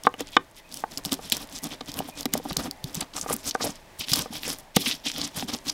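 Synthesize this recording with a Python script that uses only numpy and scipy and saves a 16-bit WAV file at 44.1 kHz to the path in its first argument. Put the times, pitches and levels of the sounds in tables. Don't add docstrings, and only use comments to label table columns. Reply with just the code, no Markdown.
import sys
import numpy as np
from scipy import signal
from scipy.fft import rfft, irfft, next_fast_len
from scipy.io import wavfile
from scipy.ndimage import uniform_filter1d

SR = 44100
rng = np.random.default_rng(int(sys.argv[2]) if len(sys.argv) > 2 else 0)


def how_loud(loudness_db):
    steps = np.asarray(loudness_db, float) / 20
    return 10 ** steps


def materialize(psi):
    bounded = np.clip(np.atleast_2d(psi).T, -1, 1)
    quanta = np.round(bounded * 32767).astype(np.int16)
    wavfile.write(sys.argv[1], SR, quanta)


N = 252913

# frequency_hz, density_db
AIR_SPECTRUM = [(12, -38), (20, 1.5), (53, -13), (93, -13), (472, -18.5), (660, -12), (780, -22),
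                (849, -13), (1290, -24), (1860, -21), (2600, -25), (16000, -40)]
AIR_DB = -50.5
# start_s, length_s, pitch_hz, level_db
WHISTLES = [(.42, 0.55, 800, -80), (0.559, 0.075, 1960, -56), (0.62, 0.088, 2520, -58),
            (1.558, 0.082, 1960, -55), (2.068, 0.16, 2460, -55), (2.266, 0.074, 2410, -55),
            (2.622, 0.3, 785, -55), (2.623, 0.21, 2070, -63), (4.548, 0.21, 780, -59),
            (0.097, .2, 2050, -62), (2.727, .1, 1990, -64), (3.795, 0.13, 790, -69)]

# centre_hz, width_hz, level_db
TABLE_MODES = [(91.3, 48, -5), (168, 29, -2.5), (241.4, 33, -5), (279.6, 49, 0.5), (384.4, 444, 0)]
# start_s, peak_db, pitch_hz
THUMPS = [(0.065, -11.5, 290), (0.203, -16, 285), (0.363, -5, 338), (1.055, -15.5, 174), (1.121, -6, 277),
          (1.318, -14.5, 238), (1.651, -34, 278), (1.812, -25, 240), (1.887, -24, 132), (1.989, -15.5, 193),
          (2.186, -33, 272), (2.253, -7.5, 255), (2.336, -8, 216), (2.451, -15, 280), (2.51, -12.5, 183),
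          (2.57, -11, 158), (2.839, -12, 142), (2.968, -13.5, 178), (3.335, -11.5, 226), (3.643, -18, 304),
          (3.688, -18.5, 200), (3.991, -24.5, 99), (4.114, -10, 138), (4.185, -14, 157), (4.762, 1.5, 193),
          (4.778, -23, 330), (4.805, -27, 286), (4.867, -10, 249), (5.059, -20.5, 280), (5.369, -18, 142),
          (5.425, -14, 250), (5.44, -18, 200), (1.244, -25.5, 200), (2.675, -16.5, 270),
          (4.301, -19.5, 218), (5.536, -15, 246)]

# pitch_hz, t60_s
BOWL_MODES = [(285, .04), (490, .06), (625, .025), (765, .05), (860, .032), (1090, .02), (1185, .055),
              (1525, .024), (1790, .022), (2175, .028), (2410, .024), (3022, .035), (3445, .018),
              (3630, .022)]
STRUCK_SPOTS = [
    (-30, -13, -17, -14, -4, 2, -8, -9, -13, -19, -31, -33, -24, -22),
    (-30, -15, -19, -21, -8, 0, -5, -3, -6, -10, -9, -11, -7, -8),
    (-34, -33, -36, -26, -12, -15, -33, -21, -26, -48, -46, -46, -44, -44),
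    (-30, -22, -19, -17, -18, -19, -20, -13, -28, -30, -36, -38, -33, -30),
]
# peak_db, ring_factor, contact_ms
CLACKS = [
    (-1.5, 1, .13),
    (1, 1, .08),
    (-14.5, 0.75, 0.24),
    (-11, 0.64, 0.23),
]
CLACK_TIMES = [.0693, .3673, .8385, 3.5511]
# start_s, peak_db, best_excited_hz, loss_db_per_octave
KNOCKS = [(0.051, -23, 520, -5), (.141, -26.5, 605, 1), (0.206, -20, 554, 31), (1.052, -29, 800, 16),
          (1.121, -28, 1050, 24), (1.192, -27.5, 650, 8), (1.322, -29.5, 790, 28), (1.81, -23.5, 504, -1.5),
          (2.004, -16.5, 696, 52), (2.088, -27.5, 704, 33), (2.256, -20.5, 750, 6), (2.338, -18, 750, -16),
          (2.353, -11.5, 640, 60), (2.399, -27, 550, 24), (2.458, -24, 840, 41), (2.566, -19.5, 773, -5),
          (3.262, -21, 750, 7), (3.289, -25.5, 1180, 39), (3.307, -13.5, 570, 45), (3.608, -18.5, 465, -4),
          (3.642, -16, 614, 27), (4.133, -14, 1570, 13), (4.259, -23.5, 617, 3), (4.768, -6.5, 506, 5),
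          (4.838, -31, 1060, 5), (5.425, -22.5, 730, 36), (1.408, -37.5, 1200, 20), (1.634, -41, 1190, 22),
          (1.988, -29, 760, 10), (2.186, -40, 1050, 18), (2.453, -27, 800, 30), (2.499, -43, 640, 23),
          (2.596, -32, 860, 17), (2.62, -31, 765, 17), (2.646, -31.5, 505, 20), (2.66, -37, 860, 14),
          (3.619, -27, 1090, 15), (3.663, -26, 625, 22), (3.695, -33, 765, 22), (3.022, -23, 930, 20),
          (3.164, -30.5, 1170, 11), (3.243, -35, 1180, 25), (3.299, -20.5, 1185, 27),
          (4.168, -23, 1200, 12), (4.327, -32.5, 765, 23), (4.477, -28.5, 490, 19),
          (4.864, -21.5, 1790, 15), (5.061, -29, 626, 25), (5.175, -35, 560, 18), (5.547, -23.5, 630, 13)]
PADDED_RING = 0.45
BUILD_SHARE, BUILD_S = 0.7, 0.0015
RADIATES_ABOVE_HZ = 250

# start_s, peak_db, centre_hz, brightness_db
SNAPS = [(.3667, -18.5, 4900, -27), (.974, -19.5, 5560, -21), (1.0503, -19, 4050, -2),
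         (1.0576, -20, 5500, -5), (1.1207, -14.5, 4400, -7), (1.1293, -10.5, 7060, 3),
         (1.1401, -17, 5500, 5), (1.3212, -7, 3770, -4.5), (1.3253, -9.5, 3830, -3), (1.9895, -19, 3150, 4),
         (2.2553, -16, 4050, -1.5), (2.3369, -12, 5950, 3.5), (2.5684, -10, 5000, -3.5),
         (3.2127, -19, 6550, -32), (3.51, -20.5, 4500, -24), (4.0096, -23.5, 3000, -16),
         (4.1175, -14, 4500, -8), (4.1338, -7, 4940, 3), (4.1352, -6, 4760, -24), (4.1391, -11, 5260, -7),
         (4.1577, -13, 4820, 11), (4.7625, -11.5, 4550, -1), (4.7658, -7, 3900, -0.5),
         (4.9121, -16, 3580, -34), (5.1815, -25.5, 9000, 7), (5.2149, -17.5, 4200, -23)]
# start_s, peak_db, centre_hz
TICKS = [(0.0358, -29, 5360), (0.14, -30, 2500), (0.2065, -21.5, 6600), (0.724, -31, 4520),
         (.742, -25.5, 6100), (0.7715, -26.5, 5700), (.98, -24, 5240), (1.299, -23, 6440),
         (1.368, -22.5, 6700), (1.378, -30, 6010), (1.587, -27.5, 4800), (1.6353, -25.5, 5770),
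         (1.641, -23.5, 6550), (1.9172, -28, 4600), (1.9406, -27, 5270), (2.208, -23.5, 5340),
         (2.3768, -23.5, 5800), (2.23, -27.5, 4600), (2.5296, -26.5, 4380), (2.711, -21, 4740),
         (2.8413, -22, 4300), (2.946, -21, 7440), (2.952, -20, 6700), (3.012, -29, 3340),
         (4.1919, -16.5, 4160), (4.221, -20, 5700), (4.479, -20.5, 7700)]
TICK_EDGE_DB, EDGE_DB_PER_OCTAVE = -2, 10
SNAP_RISE_S = 0.0003
# start_s, peak_db, centre_hz
CRUMBS = [(0.2712, -22.5, 5740), (0.2885, -31, 3200), (0.9574, -42, 6950), (0.9645, -29, 5760),
          (1.093, -20, 3580), (1.2361, -39, 3700), (1.3005, -20, 4200), (1.34, -25, 3260),
          (1.4277, -26, 4860), (1.4444, -34, 4120), (1.4731, -27, 9210), (1.4898, -27.5, 3820),
          (1.525, -23, 5370), (1.5614, -17, 6790), (1.5677, -17, 5480), (1.581, -18, 5170),
          (1.708, -26, 3060), (1.7494, -31, 3380), (1.8656, -29, 5070), (1.8974, -27, 3610),
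          (1.9708, -21, 3440), (2.0226, -25, 2980), (2.522, -18, 4500), (2.9874, -32, 3060),
          (2.9965, -25, 3390), (3.1659, -11, 6600), (3.3646, -6.5, 12600), (3.4317, -28, 5460),
          (3.457, -16, 5580), (3.5476, -16, 6730), (3.5594, -20, 5700), (3.7564, -24, 7190),
          (3.7814, -42, 3100), (4.084, -12, 3660), (4.1706, -8, 5230), (4.3536, -19, 4010),
          (4.4328, -12.5, 3420), (4.502, -8.5, 5000), (4.5859, -16.5, 10600), (5.0525, -23, 3510),
          (5.0997, -12, 3400), (5.1163, -10, 5450), (5.137, -27, 4480), (5.1622, -16, 3400),
          (5.276, -16, 7540), (5.2904, -32, 4570), (5.3198, -37, 3180), (5.396, -11.5, 4050),
          (5.425, -16, 3080), (5.487, -31, 3340), (5.5032, -18, 3630), (5.518, -21, 3940),
          (5.548, -10, 5670), (5.5872, -22.5, 5340), (5.662, -25, 5100), (5.668, -23, 4230),
          (5.7155, -23, 4070)]
CRUMB_CYCLES, CRUMB_DB = 1.3, -2.4
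# start_s, length_s,
# level_db, centre_hz
CRUNCHES = [(1.546, 0.025, -36, 5140), (1.806, 0.01, -34.5, 3720), (1.953, 0.057, -40.5, 11800),
            (2.329, .01, -33, 4000), (2.49, 0.023, -36, 4360), (2.576, 0.036, -36, 4440),
            (3.008, 0.0072, -23.5, 3530), (3.005, 0.0084, -26, 7900), (3.02, 0.013, -36, 3330),
            (3.135, 0.006, -37.5, 3700), (3.324, 0.012, -21, 8900), (3.335, 0.0088, -21, 11200),
            (3.455, 0.012, -40, 5500), (3.481, 0.022, -28, 5800), (3.608, 0.037, -28, 4700),
            (3.636, 0.027, -28.5, 10000), (2.075, .025, -44, 11000), (2.631, 0.016, -38, 6460),
            (3.99, 0.013, -34, 11000), (4.029, 0.027, -35.5, 3340), (4.085, 0.032, -34, 11000),
            (4.42, 0.032, -41, 14100), (4.43, 0.044, -37.5, 2380), (4.788, 0.042, -35.5, 11000),
            (4.856, 0.026, -22.5, 2940), (4.912, 0.024, -25, 4000), (5.051, 0.047, -29.5, 3120),
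            (5.235, 0.027, -29, 5600), (5.357, 0.025, -35, 9800), (5.491, 0.021, -36, 4000),
            (5.531, 0.017, -28.5, 4840), (5.678, 0.017, -25.5, 4500), (5.693, 0.01, -20, 5000),
            (0.0687, 0.0055, -28, 1780), (0.365, 0.0064, -27, 2850), (0.197, .012, -37, 2200),
            (1.309, 0.0037, -39, 5000), (2.257, 0.0061, -33, 1810), (2.337, .01, -33, 1700),
            (2.572, 0.063, -45, 1500), (2.641, .045, -46.5, 900), (3.597, 0.024, -34, 1100),
            (3.644, 0.04, -27, 620), (4.145, .05, -38, 12500), (4.765, 0.0077, -24.5, 2200),
            (4.468, 0.032, -39, 1900), (4.872, 0.075, -37, 2020), (5.05, 0.048, -46, 2000)]
CRUNCH_WIDTH, TEAR_SPREAD_DB = 0.65, 4
CRACKLE_PER_S, CRACKLE_DB = 130, -55
CRACKLE_FOLLOWS = 0.6

# start_s, length_s, grit_db, weight_db
PRESSES = [(.032, 0.058, -41.5, 1), (.174, 0.061, -40.5, 4), (.243, 0.064, -49.5, -25),
           (.303, 0.077, -44, -37), (.55, 0.064, -48.5, -24), (.649, 0.22, -49.5, -3),
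           (.892, 0.076, -48.5, -2), (.962, 0.045, -51.5, 8), (1.025, 0.09, -47, 4),
           (1.104, 0.054, -32, -0.5), (1.187, 0.14, -46, -5.5), (1.31, 0.055, -32, -5.5),
           (1.349, 0.042, -43.5, 5.5), (1.374, 0.084, -45, -0.5), (1.471, 0.15, -47.5, -1.5),
           (1.614, 0.083, -41, 4.5), (1.684, 0.083, -40.5, -1), (1.857, 0.063, -40, -2.5),
           (1.893, 0.19, -48.5, 7.5), (2.039, 0.037, -50, -5), (2.059, 0.062, -50.5, 1),
           (2.138, .11, -43.5, 2), (2.304, .11, -41.5, 4.5), (2.396, .18, -49.5, 3.5),
           (2.501, 0.019, -48, 12.5), (2.566, 0.067, -39.5, 6.5), (2.612, 0.083, -45, 9)]
# start_s, length_s, grit_db, weight_db
SWEEPS = [(2.808, 0.14, -52, 0.5), (2.919, 0.089, -41, -3.5), (2.985, 0.068, -47, 7.5),
          (3.125, 0.092, -43.5, 3.5), (3.206, 0.06, -55.5, 7.5), (3.26, .11, -40.5, 5.5),
          (3.379, 0.049, -55.5, -16), (3.42, .11, -38, -3.5), (3.54, 0.019, -44, -7),
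          (3.573, 0.16, -36.5, -0.5), (3.745, 0.034, -50.5, -29), (3.98, 0.063, -33, -17.5),
          (4.05, 0.15, -30.5, -13), (4.11, .15, -35.5, 0.5), (4.302, 0.11, -37.5, -7),
          (4.387, 0.16, -41.5, -4), (4.441, 0.13, -41, -2), (4.584, 0.03, -51, -11),
          (4.739, 0.065, -30, -20), (4.765, 0.11, -36.5, -13), (4.835, 0.1, -26.5, -12),
          (4.91, 0.057, -40, -6), (5.03, 0.093, -29.5, -13.5), (5.1, 0.14, -40, -5.5),
          (5.15, 0.16, -37.5, -2), (5.32, .14, -38, -2), (5.471, 0.045, -36, -1), (5.5, 0.082, -39.5, -0.5),
          (5.636, .1, -39, -2)]
# fizz_db, bowl_db, bowl_share_of_weight, table_db, rise_and_fade_share
PRESS_FEEL = (2.7, -12, 1.62, 1.9, 3)
SWEEP_FEEL = (-1, -4.5, 1.75, 1.2, 1.03)
# time_s, pitch_hz
CONTACT_PATH = [(0.0, 3360), (0.38, 3220), (0.91, 4800), (1.32, 4050), (1.63, 4550), (1.69, 3500),
                (2.97, 4700), (3.08, 3200), (3.19, 6540), (3.97, 3840), (4.15, 5120), (4.41, 4160),
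                (4.58, 5800), (4.78, 3630), (4.87, 4300), (5.07, 4000), (5.73, 5130)]
# centre_hz, width_hz, level_db
PESTLE_MODES = [(2000, 170, 5), (2520, 350, 12.5), (3117, 84, 7.5), (3400, 270, 14.5), (4050, 850, 14),
                (5270, 480, 14.5), (5360, 3600, -16), (6750, 1300, -9)]
# frequency_hz, density_db
FIZZ_SPECTRUM = [(3530, 7.5), (6000, 4.5), (6680, -1), (9080, -3.5), (9660, -3), (14300, -5.5),
                 (16000, -13)]
DUST_DB_PER_OCTAVE, MID_CONTACT_HZ = 22.5, 4300
DUST_PATCH_DB = 2.5
PRESS_BED, SWEEP_BED = 0.11, 0.38
RING_SPREAD = 0.6
BIGGEST_GRAIN = 2
SCATTER_DB = -23


def evened(x):
    return x / np.sqrt(np.mean(x ** 2) + 1e-20)


def smoothed(x, first, second):
    return uniform_filter1d(uniform_filter1d(x, size=first), size=second)


def add(mix, start_s, sound):
    part = mix[round(start_s * SR):][:len(sound)]
    part += sound[:len(part)]


def coloured(x, points):
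    size = next_fast_len(len(x))
    hz, db = np.transpose(points)
    shape_db = np.interp(np.log(np.fft.rfftfreq(size, 1 / SR) + 1), np.log(hz), db)
    return evened(irfft(rfft(x, size) * how_loud(shape_db), size)[:len(x)])


def resonate(x, hz, width):
    b, a = signal.iirpeak(min(hz, 0.45 * SR), max(hz / width, 0.3), SR)
    return signal.lfilter(b, a, x)


def twice(x, hz, width):
    return resonate(resonate(x, hz, width), hz, width)


def garden():
    drift = evened(smoothed(rng.standard_normal(N), 6000, 6000))
    out = how_loud(AIR_DB + 1.3 * drift) * coloured(rng.standard_normal(N), AIR_SPECTRUM)
    for start_s, length_s, hz, db in WHISTLES:
        noise = rng.standard_normal(SR)[:int(length_s * SR)]
        whistle = evened(twice(noise, hz, 140)) * np.hanning(len(noise))
        add(out, start_s, how_loud(db) * whistle)
    return out


def nearby(x):
    t = np.arange(6000) / SR
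    taps = rng.standard_normal(len(t)) * how_loud(-60 * t / 0.12) * (t > 0.0015)
    taps = signal.lfilter([1], [1, -0.6], taps)
    return signal.oaconvolve(x, taps / np.linalg.norm(taps))[:N]


def thumps():
    out, t = np.zeros(N), np.arange(6000) / SR
    hum = sum(how_loud(db) * np.sin(2 * np.pi * hz * t) * np.exp(-t / 0.024) for hz, _, db in TABLE_MODES)
    for start_s, db, hz in THUMPS:
        swing = np.sin(2 * np.pi * hz * t) * np.exp(-t / 0.0063) + 0.063 * hum
        push = 1 - np.exp(-t / 0.0034)
        add(out, start_s + 0.0038, how_loud(db - 4.0) * swing * push)
    return out


def ring(level_db, damping, contact_ms):
    t = np.arange(4000) / SR
    hz, t60 = np.transpose(BOWL_MODES)[:, :, None]
    build = 1 - BUILD_SHARE * np.exp(-t / BUILD_S)
    modes = how_loud(-60 * t / (damping * t60)) * np.sin(2 * np.pi * hz * t) * build
    contact = np.hanning(int(contact_ms * SR / 1000) + 3)
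    struck = np.convolve(how_loud(level_db) @ modes, contact)
    b, a = signal.butter(2, RADIATES_ABOVE_HZ, "high", fs=SR)
    struck = signal.lfilter(b, a, struck)
    return struck / abs(struck).max()


def knocks():
    out, mode_hz = np.zeros(N), np.transpose(BOWL_MODES)[0]
    for start_s, (db, damping, contact_ms), spot_db in zip(CLACK_TIMES, CLACKS, STRUCK_SPOTS):
        add(out, start_s, how_loud(db) * ring(spot_db, damping, contact_ms))
    for start_s, db, best_hz, slope_db in KNOCKS:
        level_db = -slope_db * abs(np.log2(mode_hz / best_hz))
        add(out, start_s, how_loud(db) * ring(level_db, PADDED_RING, 250 / best_hz))
    return out


def crumbs():
    out, t = np.zeros(N), (np.arange(120) - 30) / SR
    for (start_s, db, hz), (turn, lag) in zip(CRUMBS, rng.random((len(CRUMBS), 2))):
        envelope = np.exp(-(t * hz / (0.4 * CRUMB_CYCLES)) ** 2)
        pop = np.cos(2 * np.pi * (hz * t + turn)) * envelope
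        echo = 0.33 * np.roll(pop, 15 + int(35 * lag))
        add(out, start_s, how_loud(db + CRUMB_DB) * (pop + echo))
    return out


def crunches():
    out = np.zeros(N)
    noise = rng.standard_normal((len(CRUNCHES), 2, 3000))
    for (start_s, length_s, db, hz), (grain, size) in zip(CRUNCHES, noise):
        torn = twice(grain * how_loud(TEAR_SPREAD_DB * size), hz, CRUNCH_WIDTH * hz)
        rush = evened(torn)[:int(length_s * SR)]
        add(out, start_s, how_loud(db) * rush * np.hanning(len(rush)) ** 0.53)
    return out


def snaps():
    out, t = np.zeros(N), np.arange(500) / SR
    breaks = SNAPS + [(s, db, hz, TICK_EDGE_DB + EDGE_DB_PER_OCTAVE * np.log2(hz / 5000))
                      for s, db, hz in TICKS]
    noise = rng.standard_normal((len(breaks), 2, 500))
    sizes = how_loud(4.0 * np.minimum(rng.exponential(1, noise.shape), 2))
    splinters = sizes * (rng.random(noise.shape) < 0.12) / 5
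    splinters[len(SNAPS):] *= 0.15
    rise = np.minimum(t / SNAP_RISE_S, 1)
    for (start_s, db, hz, bright_db), grain, bits in zip(breaks, noise, splinters):
        burst = grain * rise * (np.exp(-t / 0.0011) + 0.95 * bits * np.exp(-t / 0.0086))
        body = twice(burst[0], hz, 0.55 * hz)
        edge = twice(burst[1], 9840, 12600)
        both = body / np.linalg.norm(body) + how_loud(bright_db) * edge / np.linalg.norm(edge)
        add(out, start_s, how_loud(db + 5.0) * both / abs(both).max())
    return out + 2.0 * resonate(out, 2950, 59)


def pressures():
    out = np.zeros((4, N))
    for strokes, feel in ((PRESSES, PRESS_FEEL), (SWEEPS, SWEEP_FEEL)):
        fizz_db, bowl_db, share, table_db, edge = feel
        for start_s, length_s, db, weight_db in strokes:
            swell = signal.windows.tukey(max(int(length_s * SR), 50), min(edge, 1)) ** 1.11
            layers_db = [0, fizz_db, bowl_db + share * weight_db, table_db + weight_db]
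            for layer, extra_db in zip(out, layers_db):
                add(layer, start_s, how_loud(db + extra_db) * swell)
    return out


def crackle():
    busy = uniform_filter1d(pressures()[0], size=1500) + how_loud(-72)
    fresh = np.where(np.arange(N) < SWEEPS[0][0] * SR, 1, 0.45)
    out = np.zeros(N)
    for hz in (4500, 6500, 9000, 12500):
        size = how_loud(4.5 * np.minimum(rng.exponential(1, N), 3))
        clicks = size * (rng.random(N) < CRACKLE_PER_S / 4 / SR)
        out += evened(twice(clicks, hz, 0.8 * hz))
    return how_loud(CRACKLE_DB) * evened(out * fresh * busy ** CRACKLE_FOLLOWS)


def grit(per_s, spread_db, bed, clump_db):
    size = how_loud(spread_db * np.minimum(rng.exponential(1, N), BIGGEST_GRAIN)) * rng.choice([-1., 1.], N)
    grains = evened(size * (rng.random(N) < per_s / SR))
    clumps = np.clip(evened(smoothed(rng.standard_normal(N), 160, 420)), -BIGGEST_GRAIN, BIGGEST_GRAIN)
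    return evened((grains + bed * rng.standard_normal(N)) * how_loud(clump_db * clumps))


def pestle_scrape(contact_hz):
    bed = np.where(np.arange(N) < SWEEPS[0][0] * SR, PRESS_BED, SWEEP_BED)
    out, power = np.zeros(N), np.zeros(N)
    for hz, width, db in PESTLE_MODES:
        weight = how_loud(db - 8.1 * abs(np.log2(hz / contact_hz)))
        out += weight * evened(twice(grit(1200, 10.5, bed, 2.2), hz, 2.86 * width))
        power += weight ** 2
    return out / np.sqrt(power)


def dust_fizz(contact_hz):
    ticks = [twice(grit(400, 4.2, 0.7, 4.5), hz, 0.5 * hz) for hz in (7500, 10500, 14500)]
    patches = evened(smoothed(rng.standard_normal((3, N)), 900, 900))
    dust = sum(map(evened, ticks * how_loud(DUST_PATCH_DB * patches)))
    fizz = coloured(dust + 0.5 * grit(200, 3.0, 0.1, 2.5), FIZZ_SPECTRUM)
    return fizz * how_loud(DUST_DB_PER_OCTAVE * np.log2(contact_hz / MID_CONTACT_HZ))


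def bowl_scrape():
    rough = grit(500, 2.4, 0.35, 3.2)
    modes = list(zip(BOWL_MODES, STRUCK_SPOTS[0]))[1:11]
    return sum(how_loud(RING_SPREAD * db) * evened(resonate(rough, hz, 5.7 / t60)) for (hz, t60), db in modes)


def table_rumble():
    lumps = grit(200, 1.8, 0.36, 0.92)
    return sum(how_loud(db) * evened(twice(lumps, hz, 1.6 * width)) for hz, width, db in TABLE_MODES)


def scraping():
    contact_hz = np.interp(np.arange(N) / SR, *np.transpose(CONTACT_PATH))
    layers = (pestle_scrape(contact_hz), dust_fizz(contact_hz), bowl_scrape(), table_rumble())
    pressure = pressures()
    keep = np.exp(-1 / (0.041 * SR))
    pressure = pressure + 0.25 * signal.lfilter([1 - keep], [1, -keep], pressure)
    return sum(p * evened(layer) for p, layer in zip(pressure, layers))


def scene():
    bowl = thumps() + knocks() + crumbs() + crunches() + snaps() + crackle() + scraping()
    return (garden() + how_loud(SCATTER_DB) * nearby(bowl) + bowl)[None]


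def top_cut(x):
    return signal.sosfilt(signal.butter(12, 16480, fs=SR, output="sos"), x)


def record(dry):
    power_db = 10 * np.log10(abs(uniform_filter1d(dry[0] ** 2, size=200)) + 1e-12)
    fall = np.arange(N) * 900.0 / SR
    over_db = np.maximum(np.maximum.accumulate(power_db + fall) - fall + 32.5, 0)
    late_db = np.pad(uniform_filter1d(over_db, size=300), (400, 0))[:N]
    band = signal.firwin(255, 15900, window=("kaiser", 5), fs=SR)
    limited = signal.oaconvolve(dry / how_loud(0.31 * late_db), band[None], "same")
    return top_cut(np.clip(limited, -1, 1))


dry = scene()
out = record(dry)
materialize(out)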